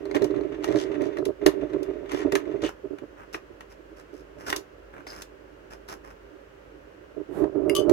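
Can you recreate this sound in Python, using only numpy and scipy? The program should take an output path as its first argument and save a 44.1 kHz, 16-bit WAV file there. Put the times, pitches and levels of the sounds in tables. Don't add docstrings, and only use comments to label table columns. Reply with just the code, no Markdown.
import sys
import numpy as np
from scipy import signal
from scipy.fft import rfft, irfft, next_fast_len
from scipy.io import wavfile
from scipy.ndimage import map_coordinates

SR = 44100
rng = np.random.default_rng(int(sys.argv[2]) if len(sys.argv) > 2 else 0)


def wav_record(signal):
    frames = np.transpose(np.atleast_2d(signal))
    bounded = np.clip(frames, -1, 1)
    quanta = np.round(bounded * 32767).astype(np.int16)
    wavfile.write(sys.argv[1], SR, quanta)


N = 349272

# start_s, level_db
GEAR_CLACKS = [(0.054, -35), (0.112, -30), (0.159, -32), (0.17, -29), (0.2205, -28), (0.3084, -43),
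               (0.3615, -42), (0.4097, -41.5), (0.6844, -31), (0.724, -33), (0.7584, -27), (0.938, -49),
               (1.067, -42), (1.185, -31.5), (1.733, -38)]
# start_s, length_s, level_db, brightness_db
FINGER_RUBS = [(2.11, 0.087, -67, 4), (2.68, 0.011, -47, -12.5), (3.165, 0.073, -59, -23.5),
               (3.325, 0.025, -56, 1), (3.692, 0.035, -65, -5.5), (3.96, 0.05, -64, -7),
               (4.12, 0.094, -75.5, 0), (4.38, 0.12, -58.5, -12), (4.46, 0.041, -44.5, -5),
               (4.925, 0.078, -56.5, -29), (5.064, 0.16, -57, -7), (5.7, 0.038, -55.5, -9.5),
               (5.878, 0.055, -51, -6), (6.035, 0.083, -60.5, -14.5)]
# start_s, level_db, brightness_db
PLASTIC_CLICKS = [(0.152, -32, -11.5), (0.2194, -33, -13), (0.2415, -34.5, -6.5), (0.6411, -24, -14),
                  (1.017, -45.5, -5), (1.1693, -32, -21), (1.252, -35, -3.5), (1.4613, -14, -9.5),
                  (1.829, -49.5, 1), (2.1158, -29, -15), (2.3202, -24, -14), (2.352, -17.5, -13),
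                  (2.984, -40, -19.5), (3.3429, -22, -41.5), (3.6059, -37.5, -17.5), (4.4996, -27.5, -4),
                  (4.5257, -18.5, -18), (4.561, -33.5, 3), (5.0668, -34.5, -17), (5.219, -44, 4),
                  (5.8852, -42, -6), (7.894, -32, -5)]
# frequency_hz, gain_db
EDGE_SPECTRUM = [(1700, -30), (2800, 2), (4800, -2), (6000, 0), (8600, -8), (11000, -3), (15000, -10),
                 (17000, -24)]
RASP_ATTACK_S, RUB_ATTACK_S, RUB_RELEASE_S = 0.0073, 0.011, 0.011


def amp(db):
    return 10 ** (np.asarray(db) / 20)


def unit(x):
    return x / np.sqrt(np.mean(x ** 2) + 1e-20)


def along(points, hz):
    freqs, values = np.transpose(points)
    return np.interp(np.log(hz + 1), np.log(freqs + 1), values)


def curve(points):
    return np.interp(np.arange(N) / SR, *np.transpose(points))


def wobble(rate):
    return map_coordinates(rng.standard_normal(int(N * rate / SR) + 4), [np.arange(N) * rate / SR])


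def gate(start_s, end_s, edge_s):
    t = np.arange(N) / SR
    return np.clip(np.minimum(t - start_s, end_s - t) / edge_s + .5, 0, 1)


def envelope(events, attack_s, release_s):
    gain, t = np.zeros(N + SR), np.arange(SR // 2) / SR
    for start, length, db in events:
        release = np.exp(-np.maximum(t - length, 0) / release_s)
        gain[round(start * SR):][:len(t)] += amp(db) * np.minimum(t / attack_s, 1) * release
    return gain[:N]


def filtered(x, response):
    size = next_fast_len(N + SR // 2, True)
    return irfft(rfft(x, size) * response(np.fft.rfftfreq(size, 1 / SR)), size)[..., :N]


def through(x, response):
    def levelled(hz):
        gain = response(hz)
        return gain / np.sqrt(np.mean(np.abs(gain) ** 2))
    return filtered(x, levelled)


def dull(x, edge_hz):
    return filtered(x, lambda hz: 1 / (1 + (hz / edge_hz) ** 4))


def colour(points):
    def response(hz):
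        cepstrum = irfft(np.log(amp(along(points, hz))))
        half = len(cepstrum) // 2
        cepstrum[1:half] *= 2
        cepstrum[half + 1:] = 0
        return np.exp(rfft(cepstrum))
    return response


def resonances(modes):
    return lambda hz: sum((-1) ** k * amp(db) * 1j * hz * width / (pitch**2 - hz**2 + 1j * hz * width)
                          for k, (pitch, width, db) in enumerate(modes))


def pulses(rate, scatter, size_db):
    count = int(N / SR * rate)
    shift, size = rng.standard_normal((count, 2)).T
    at = ((np.arange(count) + scatter * shift) * SR / rate).astype(int) % N
    return unit(np.bincount(at, amp(size_db * np.clip(size, -2, 2)), N))


def bursts(rows, t60, rise_s=.0005):
    gain = envelope([(s, 0, db) for s, db in rows], rise_s, t60 / np.log(1000))
    return gain * rng.standard_normal((2, N))


def scrape(rate, scatter, size_db, t60, smooth):
    decay = amp(-60 * np.arange(SR // 20) / SR / t60)
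    power = np.abs(signal.fftconvolve(pulses(rate, scatter, size_db) ** 2, decay ** 2)[:N])
    return unit(np.sqrt(power / power.mean() + smooth) * rng.standard_normal((2, N)))


def friction(rows, attack_s, release_s):
    body = envelope([(s, length, db) for s, length, db, _ in rows], attack_s, release_s)
    edge = envelope([(s, length, db + bright) for s, length, db, bright in rows], attack_s, release_s)
    return body, edge


def room_tone(level_db=-51, hum_db=-55, hum_hz=48.3):
    spectrum = [(25, -22.5), (52, 5), (80, -5), (125, -5.5), (190, -10.5), (310, -4), (560, -1), (790, -12),
                (1500, -8.5), (2300, -18), (2850, -17.5), (3600, -27.5), (6300, -31.5), (9000, -40),
                (16000, -40)]
    likeness = [(50, 1), (200, 1), (600, -0.27), (4000, 0)]
    balance = [(60, 6.5), (200, -4.5), (560, -11.5), (820, 10), (1500, -3.5), (2800, -2.5), (5000, -3)]
    def mid_and_side(hz):
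        angle = np.arccos(along(likeness, hz)) / 2
        return amp(along(spectrum, hz)) * np.array([np.cos(angle), np.sin(angle)])
    mid, side = filtered(rng.standard_normal((2, N)), mid_and_side)
    pair = np.array([mid + side, mid - side])
    pair = filtered(pair, lambda hz: amp(np.outer([.5, -.5], along(balance, hz))))
    hum = np.sin(2 * np.pi * hum_hz * np.arange(N) / SR + .8 * wobble(7)) * amp(2.5 * wobble(5))
    return amp(level_db) * unit(pair) + amp(hum_db) * hum


def room_tail(x):
    decay_times = [(200, 0.3), (1500, 0.15), (6000, 0.13), (15000, 0.13)]
    hz, t, noise = signal.stft(rng.standard_normal((2, SR // 2)), SR, nperseg=256)
    tail = signal.istft(noise * amp(-60 * t / along(decay_times, hz)[:, None]), SR, nperseg=256)[1]
    tail = np.pad(tail / np.linalg.norm(tail[0]), ((0, 0), (SR // 200, 0)))
    return signal.fftconvolve(x, tail, axes=1)[:, :N]


def microphones(pair, shared=.55, lag_s=.00046):
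    late = filtered(pair[0], lambda hz: np.exp(-2j * np.pi * hz * lag_s))
    return np.array([pair[0], shared * late + np.sqrt(1 - shared ** 2) * pair[1]])


def holding():
    force = [(7.34, -51), (7.422, -18.5), (7.494, -27), (7.506, -41), (7.564, -23.5), (7.884, -20.5),
             (7.92, -14.5)]
    return amp(curve(force)) * gate(force[0][0], np.inf, RUB_ATTACK_S)


def stand_grip(peak_s=7.385, width_s=0.04, brush_db=-33, left_db=-8, drag_db=-18.5):
    spectrum = [(40, -16), (140, -2), (600, -6), (1400, -18), (5000, -42), (12000, -39), (17000, -53)]
    swell = amp(brush_db) * np.exp(-((np.arange(N) / SR - peak_s) / width_s) ** 2 / 2)
    drag = dull(amp(drag_db) * holding() * rng.standard_normal((2, N)), edge_hz=2600)
    brush = swell * rng.standard_normal((2, N))
    return through(brush + drag, colour(spectrum)) * amp([[left_db], [0]])


def stand_joints():
    # pitch_hz, width_hz, gain_db
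    catch_modes = [(1200, 400, -14), (2148, 70, 2), (2810, 120, -3), (4900, 60, -4), (9900, 1800, -11)]
    arm_modes = [(865, 580, 0)]
    # start_s, level_db
    ticks = [(7.696, -20)]
    clunks = [(7.441, -25.5), (7.894, -20)]
    catch = through(bursts(ticks, t60=0.016), resonances(catch_modes))
    arm = through(bursts(clunks, t60=0.02), lambda hz: resonances(arm_modes)(hz) ** 2)
    return catch + arm


def stand_clink(pan_db=2, crack_gain_db=2.0, crack_t60=0.029):
    metal_modes = [(1157, -8, .17), (3015, 0, .12), (3200, -7, .06), (3456, -11, .09), (4414, -14, .09),
                   (4915, -13, .09), (6223, -8, .07), (7800, -14, .07), (10600, -10, .05)]
    blows = [(7.751, -27, -24.5), (7.764, -23, -28.5), (7.778, -33, -36), (7.796, -33.5, -42.5)]
    t = np.arange(SR // 3) / SR
    ring, crack = np.zeros((2, 2, N + SR))
    for start, ring_db, crack_db in blows:
        span = slice(round(start * SR), round(start * SR) + len(t))
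        decay = amp(crack_db + crack_gain_db - 60 * t / crack_t60)
        crack[:, span] += decay * rng.standard_normal((2, len(t)))
        for hz, db, t60 in metal_modes:
            phase = rng.uniform(0, 2 * np.pi) + rng.normal(0, hz / SR / 2, (2, len(t))).cumsum(axis=1)
            ring[:, span] += amp(ring_db + db - 60 * t / t60) * np.sin(2 * np.pi * hz * t + phase)
    bright = colour([(2400, -20), (3000, 0), (8300, -4), (10500, 3), (17000, -9)])
    return (ring[:, :N] + through(crack[:, :N], bright)) * amp([[pan_db], [-pan_db]])


def finger_rubs(skin_db=9, edge_db=10):
    skin_spectrum = [(300, 3), (1000, 5.5), (1500, 7), (2000, -2), (2600, -6.5), (3500, -17), (6000, -30)]
    skin, edge = friction(FINGER_RUBS, RUB_ATTACK_S, RUB_RELEASE_S)
    slips = scrape(rate=200, scatter=.8, size_db=4, t60=.012, smooth=.5)
    squeaky = lambda hz: colour(EDGE_SPECTRUM)(hz) * (1 + resonances([(5250, 300, 7)])(hz))
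    body = through(amp(skin_db) * skin * slips, colour(skin_spectrum))
    return body + through(amp(edge_db) * edge * slips, squeaky)


def finger_squeaks(rough_hz=260, flutter_hz=260, flutter_db=4):
    squeaks = [(2.634, 0.034, 2960, -34.5), (5.065, 0.045, 5120, -46.5)]
    out = np.zeros(N)
    slip = np.cumsum(rng.standard_normal(N)) * np.sqrt(2 * np.pi * rough_hz / SR)
    flutter = unit(amp(flutter_db * wobble(flutter_hz)))
    for start, length, hz, db in squeaks:
        tone = np.sin(2 * np.pi * hz * np.arange(N) / SR + slip)
        out += tone * flutter * envelope([(start, length, db)], RUB_ATTACK_S, RUB_RELEASE_S)
    return out


def cranking(stall_s=(1.2, 1.395), stall_db=-25, ease_s=0.043):
    effort = [(0.0, -36.5), (0.28, -34.5), (0.5, -35.5), (0.92, -30.5), (2.1, -38.5), (2.3, -34),
              (2.52, -37.5), (2.7, -41)]
    stalled = gate(*stall_s, ease_s)
    return amp(curve(effort) + stall_db * stalled) * gate(-1, effort[-1][0], ease_s)


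def shaking(crank_db=-2.5, stand_db=-5.5, handling_db=-60, lurch_db=3, lurch_hz=32.92,
            knock_db=-12.0, click_db=-19, rub_db=-3, clack_db=1.0, contact_s=0.015):
    knocks = [(0.145, -13, 0.022), (0.212, -12, 0.035), (0.297, -18, 0.019), (0.357, -19.5, 0.023),
              (0.681, -15.5, 0.029), (0.734, -13.5, 0.038), (1.003, -18.5, 0.027), (1.179, -20.5, 0.056),
              (1.259, -17, 0.044), (1.455, -7, 0.026), (1.735, -17.5, 0.03), (1.875, -20.5, 0.034),
              (2.13, -15.5, 0.015), (2.244, -12.5, 0.017), (2.319, -15, 0.042), (2.464, -18.5, 0.0053),
              (2.534, -20, 0.027), (2.623, -16.5, 0.031), (2.836, -24, 0.026), (2.901, -25.5, 0.041),
              (3.016, -28, 0.022), (3.498, -36, 0.016), (3.909, -38, 0.025), (4.126, -33.5, 0.025),
              (4.196, -42, 0.027), (4.363, -34.5, 0.018), (4.429, -39, 0.013), (4.557, -34, 0.049),
              (7.161, -25, 0.056), (7.287, -26, 0.038), (7.776, -18, 0.022), (7.876, -12, 0.061)]
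    push = cranking() * amp(crank_db) + holding() * amp(stand_db) + amp(handling_db)
    push *= amp(lurch_db * wobble(lurch_hz))
    blows = [(s, hold, db + knock_db) for s, db, hold in knocks]
    blows += [(s, contact_s, db + click_db) for s, db, _ in PLASTIC_CLICKS]
    thumps = envelope(blows, attack_s=0.0087, release_s=0.011)
    drag = amp(rub_db) * friction(FINGER_RUBS, RUB_ATTACK_S, RUB_RELEASE_S)[0]
    kicks = envelope([(s, 0, db + clack_db) for s, db in GEAR_CLACKS], RASP_ATTACK_S, contact_s)
    return push ** 2 + thumps ** 2 + drag ** 2 + kicks ** 2


def desk_boom(level_db=9.0, grip_left_db=-6, shared=0.56):
    desk_modes = [(129.4, 27.5, -17), (298.2, 21.4, 3), (394.5, 33.4, 4.5), (458.5, 59, -9),
                  (593.5, 69, -7)]
    skirt = [(30, 21), (90, -0.5), (620, -5), (800, -19), (1300, -13), (3000, -48.5), (8000, -42)]
    left_path = [(60, 1.5), (120, -12), (400, -14), (510, -6), (620, -19), (850, 3.5)]
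    power = shaking()
    chatter = pulses(rate=300, scatter=.6, size_db=1.0) * rng.standard_normal((2, N))
    ring = filtered(chatter, lambda hz: resonances(desk_modes)(hz) * colour(skirt)(hz))
    window = np.hanning(SR // 25)
    strength = np.abs(signal.fftconvolve(ring * ring, window[None] / window.sum(), "same", axes=1))
    boom, sway = ring * np.sqrt(power / (strength + 1e-12))
    left = filtered(shared * boom + np.sqrt(1 - shared ** 2) * sway, lambda hz: amp(along(left_path, hz)))
    held = gate(start_s=7.1, end_s=9, edge_s=.1)
    return amp(level_db) * np.array([left * amp(grip_left_db * held), boom])


def plastic_case(shell, edge):
    case_modes = [(920, 763, 4), (1688, 98, 8), (1806, 350, 4.5), (2916, 306, 2.5), (3515, 390, -0.5)]
    hollow = dull(through(shell, resonances(case_modes)), edge_hz=3180)
    return hollow + through(edge, colour(EDGE_SPECTRUM))


def plastic_clicks(shell_db=6, edge_db=10, rise_s=0.0025, shell_t60=0.027, edge_t60=0.028):
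    shell = bursts([(s, db + shell_db) for s, db, _ in PLASTIC_CLICKS], shell_t60, rise_s)
    edge = bursts([(s, db + bright + edge_db) for s, db, bright in PLASTIC_CLICKS], edge_t60, rise_s)
    return plastic_case(shell, edge)


def gear_clacks(level_db=1):
    gear_modes = [(576, 240, 6), (2040, 320, -2), (3970, 510, -8)]
    return amp(level_db) * through(bursts(GEAR_CLACKS, t60=0.022), resonances(gear_modes))


def gear_rasp(case_db=10, edge_db=12, running_case_db=-15, running_edge_db=-33):
    rasps = [(0.14, 0.029, -39.5, -15), (0.62, 0.15, -53, -11), (0.76, 0.078, -53.5, -1),
             (1.025, 0.05, -64, 0), (2.086, 0.153, -48.5, -13.5), (2.617, 0.0564, -47, -6)]
    case, edge = friction(rasps, RASP_ATTACK_S, release_s=0.004)
    teeth = scrape(rate=74, scatter=.18, size_db=2.5, t60=.03, smooth=.3)
    running = cranking() * scrape(rate=40, scatter=.8, size_db=3, t60=.07, smooth=.6)
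    shell = case * amp(case_db) * teeth + running * amp(running_case_db)
    treble = edge * amp(edge_db) * teeth + running * amp(running_edge_db)
    return plastic_case(shell, dull(treble, edge_hz=9000))


def scene(tail_db=-8.0):
    right_response = [(2000, 1.5), (3200, 0), (6500, 2), (7800, -1), (9300, -12), (12000, -10)]
    close = gear_rasp() + gear_clacks() + finger_rubs() + finger_squeaks() + plastic_clicks()
    close = microphones(close + stand_joints()) + stand_clink()
    heard = close + amp(tail_db) * room_tail(close)
    heard[1] = filtered(heard[1], colour(right_response))
    return heard + desk_boom() + stand_grip() + room_tone()


def record(dry, low_cut_hz=40, top_hz=16300):
    return filtered(dry, lambda hz: (hz < top_hz) * (1 - 1 / (1 + (hz / low_cut_hz) ** 8)))


dry = scene()
out = record(dry)
wav_record(out)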